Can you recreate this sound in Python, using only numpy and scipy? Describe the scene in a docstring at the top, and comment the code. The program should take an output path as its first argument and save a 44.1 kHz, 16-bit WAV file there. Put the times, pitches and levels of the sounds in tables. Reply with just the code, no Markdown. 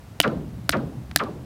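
"""Knocks on a steel sculpture

A hand knocks three times on a tall steel plate in an open field. Each impact is a hard clack,
then a falling 'pew': bending waves are dispersive, so they cross the plate and return treble first.
Later returns blur into a low ring that lasts from knock to knock, over faint wind and hiss."""
import sys
import numpy as np
from scipy import signal
from scipy.fft import rfft, irfft, next_fast_len
from scipy.io import wavfile
from scipy.ndimage import uniform_filter1d

SR = 44100
rng = np.random.default_rng(int(sys.argv[2]) if len(sys.argv) > 2 else 0)


def wrap_up_sound(samples):
    """Save the sound to the file named by the first command line argument, as 16-bit audio."""
    columns = np.atleast_2d(samples).T
    # keep every value between -1 and 1, then stretch to whole-number steps
    tamed = np.clip(columns, -1, 1)
    steps = np.round(tamed * 32767).astype(np.int16)
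    wavfile.write(sys.argv[1], SR, steps)


N = 63945
FFT_SIZE = 2 ** 14
HZ = np.fft.rfftfreq(FFT_SIZE, 1 / SR)


# Blows: t/s, clack level/dB, clack treble/dB, low accent f/Hz, gain/dB, high accent f/Hz, gain/dB,
# echo level/dB, sweep level/dB, sweep accent f/Hz, gain/dB, ring level/dB, sweep and ring bass/dB
KNOCK_BLOWS = [(0.2013, 2.5, 1.5, 683, 5, 2930, 12.5, -0.5, 0, 1285, 5, 1.5, 3),
               (0.6929, 1.5, -2, 1435, 7.5, 4020, 2, -4, 0, 198, 5, -1, 1),
               (1.1602, 0, 8.5, 1700, 8.5, 4380, 3.5, -3.5, -4, 1111, 11, -0.5, -5)]

def knocks(mix, treble_hz=6200, bass_hz=246):
    """Impact excitation: each blow gives a clack with echoes, a falling sweep and a ring."""
    for (s, clack_db, treble_db, low_hz, low_db, high_hz, high_db,
         echoes_db, sweep_db, sweep_hz, accent_db, ring_db, bass_db) in KNOCK_BLOWS:
        treble_shelf = treble_db * HZ ** 2 / (HZ ** 2 + treble_hz ** 2)
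        bass_shelf = bass_db / (1 + (HZ / bass_hz) ** 2)
        colour_db = accent(low_hz, low_db) + accent(high_hz, high_db) + treble_shelf
        hit = amp(clack_db) * (clack(colour_db) + struck_spot())
        add(mix, s, hit)
        echoes(mix, s, amp(echoes_db) * hit)
        add(mix, s, amp(sweep_db) * sweep(accent(sweep_hz, accent_db) + bass_shelf))
        add(mix, s, amp(ring_db) * ring(bass_shelf))


def accent(hz, db, octaves=.19):
    """Resonance: a spectral peak, in dB, that depends on where the hand lands."""
    return db * np.exp(-.5 * (np.log2((HZ + 1) / hz) / octaves) ** 2)


# Spectrum of the contact: f/Hz, level/dB
CLACK_SPECTRUM = [(30, -5), (150, 17), (450, 10.5), (700, 19.5), (950, 12), (2000, 15.5), (2600, 10.5),
                  (4500, 13.5), (6500, 5.5), (10000, 7), (14500, 3), (16500, -10)]

def clack(colour_db, rise_s=.00093, rattle_s=.0041, rattle_db=-13):
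    """Hard contact: a short force has a broad spectrum; a brief rattle follows it."""
    t = np.arange(1024) / SR
    rise = t / rise_s
    contact = (rise * np.exp(1 - rise)) ** 2
    rattle = amp(rattle_db) * np.minimum(rise, 1) * np.exp(-t / rattle_s)
    burst = rfft((contact + rattle) * rng.standard_normal(len(t)), FFT_SIZE)
    burst_db = 10 * np.log10(smooth_power(burst, bins=260))
    return irfft(burst * minimum_phase(read(CLACK_SPECTRUM, HZ) + colour_db - burst_db))


# Modes under the hand: f/Hz, level/dB, T60/s
SPOT_MODES = [(160, -30, .08), (295, -24, 0.08)]

def struck_spot(rise_s=.001):
    """Damped free vibration: the struck spot rings briefly in its modes."""
    t = np.arange(FFT_SIZE) / SR
    modes = sum(amp(db - 60 * t / t60) * np.sin(2 * np.pi * hz * t) for hz, db, t60 in SPOT_MODES)
    return -np.minimum(t / rise_s, 1) * modes


# Groups of paths across the plate: relative length, its spread, level/dB, low-pass f/Hz
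PLATE_PATHS = [(.74, .12, -5, 940), (.96, .12, -1, 16000), (1.15, .08, -2.5, 1800),
               (1.5, .25, -13.5, 19000), (2.15, .16, -10.5, 1080)]
# Spectrum of the returning waves: f/Hz, level/dB
SWEEP_SPECTRUM = [(30, -10), (70, 8), (130, 19), (220, 25.5), (380, 19.5), (560, 24), (850, 12.5),
                  (1300, 20), (2400, 12), (4500, 2), (7000, -5.5), (15000, -13.5)]

def sweep(colour_db, count=5, air_delay_s=.004):
    """Dispersion: each path returns the blow as a falling chirp; some paths lose their treble."""
    turns = np.cumsum(travel_time(HZ)) * HZ[1]  # phase is the integral of group delay
    returns = 0
    for length, spread, db, cutoff_hz in PLATE_PATHS:
        lengths = length + spread * (2 * (np.arange(count) + rng.random(count)) / count - 1)
        chirps = sum(np.exp(2j * np.pi * (rng.random() - k * turns - air_delay_s * HZ)) for k in lengths)
        smeared = chirps * scatter()
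        ripple = smeared / np.sqrt(smooth_power(smeared, bins=100))
        returns += amp(db) * ripple / np.sqrt(1 + (HZ / cutoff_hz) ** 4)
    return irfft(returns * amp(read(SWEEP_SPECTRUM, HZ) + colour_db))


def travel_time(hz, knee_hz=519.5):
    """Group delay of a round trip, in s: above the knee, wave speed grows as the root of frequency."""
    return .061 * np.sqrt(1000 / (hz + knee_hz))


def scatter(decay_s=.007, db=-2):
    """Scattering: welds and edges smear each return over a few milliseconds."""
    t = np.arange(2048) / SR
    smear = rng.standard_normal(len(t)) * np.exp(-t / decay_s)
    return 1 + amp(db) * rfft(smear / np.linalg.norm(smear), FFT_SIZE)


# Starting spectrum of the ring: f/Hz, relative level/dB
RING_SPECTRUM = [(30, -30), (45, -7), (60, 5.5), (80, 4.5), (100, 1), (130, 9), (190, 6.5), (290, 8),
                 (550, 1), (850, -6), (1200, -10.5), (2000, -18), (4000, -20.5), (8000, -41), (16000, -49)]
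# Reverberation time of the plate: f/Hz, T60/s
RING_DECAY = [(60, 5.5), (130, 3.24), (250, 0.98), (500, 0.67), (1000, 0.77), (2000, 0.51), (4000, 0.48),
              (12000, .5)]

def ring(colour_db, db=-18, rise_s=.015, release_s=.2):
    """Reverberation: countless later returns form a diffuse field whose lowest modes last longest."""
    hz, t, noise = signal.stft(rng.standard_normal(N), SR, nperseg=512)
    age = np.maximum(t - travel_time(hz)[:, None], 0)
    envelope = np.minimum(age / rise_s, 1) * amp(-60 * age / read(RING_DECAY, hz)[:, None])
    release = np.minimum((t[-1] - t) / release_s, 1)
    tail = signal.istft(noise * envelope * release, SR, nperseg=512)[1]
    return coloured(tail, db + read(RING_SPECTRUM, HZ) + colour_db)


# Reflections: delay t/s, relative level/dB, centre f/Hz
REFLECTIONS = [(0.0122, -12.5, 3560), (0.0762, -26, 3520)]

def echoes(mix, s, hit):
    """Reflection: the clack returns from the ground and from afar, weaker and narrower in band."""
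    for delay, db, centre_hz in REFLECTIONS:
        add(mix, s + delay, amp(db) * band_pass(hit, centre_hz))


# Touch before the third knock: t/s, level/dB, centre f/Hz
HAND_TOUCH = (1.1125, -18.5, 1740)

def touch(mix):
    """Light contact: the hand makes a weak, midrange clack."""
    s, db, centre_hz = HAND_TOUCH
    add(mix, s, amp(db) * band_pass(clack(0), centre_hz))


# Blow before the scene opens: t/s, ring level/dB
EARLIER_BLOW = (-0.71, 3.4)

def lingering_ring(mix):
    """Free decay: the plate still rings from an earlier knock."""
    s, db = EARLIER_BLOW
    add(mix, s, amp(db) * ring(0))


# Spectrum of wind and hiss: f/Hz, level/dB
WIND_SPECTRUM = [(20, -48), (100, -25), (300, -37.5), (700, -40), (1500, -47), (3000, -53), (6000, -57.5),
                 (12000, -61.5), (16000, -63.5)]

def wind():
    """Stationary noise: faint wind and hiss, strongest in the bass."""
    return coloured(rng.standard_normal(N), read(WIND_SPECTRUM, HZ))


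def amp(db):
    """Decibels to amplitude ratio."""
    return 10 ** (np.asarray(db) / 20)


def read(points, hz):
    """Interpolation of a table on a log-frequency axis."""
    f, value = np.transpose(points)
    return np.interp(np.log(hz + 1), np.log(f + 1), value)


def add(mix, s, sound):
    """Superposition of a sound at time s, which may be negative."""
    at = round(s * SR)
    sound = sound[max(-at, 0):]
    part = mix[max(at, 0):][:len(sound)]
    part += sound[:len(part)]


def smooth_power(spectrum, bins):
    """Spectral envelope: power averaged over neighbouring bins."""
    return abs(uniform_filter1d(abs(spectrum) ** 2, bins)) + 1e-12


def minimum_phase(db):
    """Causal filter: its phase follows from its log gain by the Hilbert transform."""
    log_gain = np.log(amp(np.concatenate([db, db[-2:0:-1]])))
    return np.exp(np.conj(signal.hilbert(log_gain)))[:len(HZ)]


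def band_pass(x, hz):
    """Broad band-pass: weak or far sounds keep only their middle."""
    ratio = 1j * HZ / hz
    return irfft(rfft(x) * (2 * ratio / (1 + ratio) ** 2) ** 2)


def coloured(x, db):
    """Zero-phase filtering by a gain at each frequency."""
    size = next_fast_len(len(x), real=True)
    gain = np.interp(np.fft.rfftfreq(size, 1 / SR), HZ, amp(db))
    return irfft(rfft(x, size) * gain, size)[:len(x)]


def scene():
    """Superposition: the plate's sounds and the wind add in one channel."""
    mix = wind()
    lingering_ring(mix)
    touch(mix)
    knocks(mix)
    return mix[None]


def record(dry, cutoff_hz=15900):
    """Clipping and band limiting: the clacks just overload, then a low-pass follows."""
    low_pass = signal.firwin(301, cutoff_hz, window=("kaiser", 11), fs=SR)
    return signal.oaconvolve(np.clip(dry, -1, 1), low_pass[None], "same")


dry = scene()
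out = record(dry)
wrap_up_sound(out)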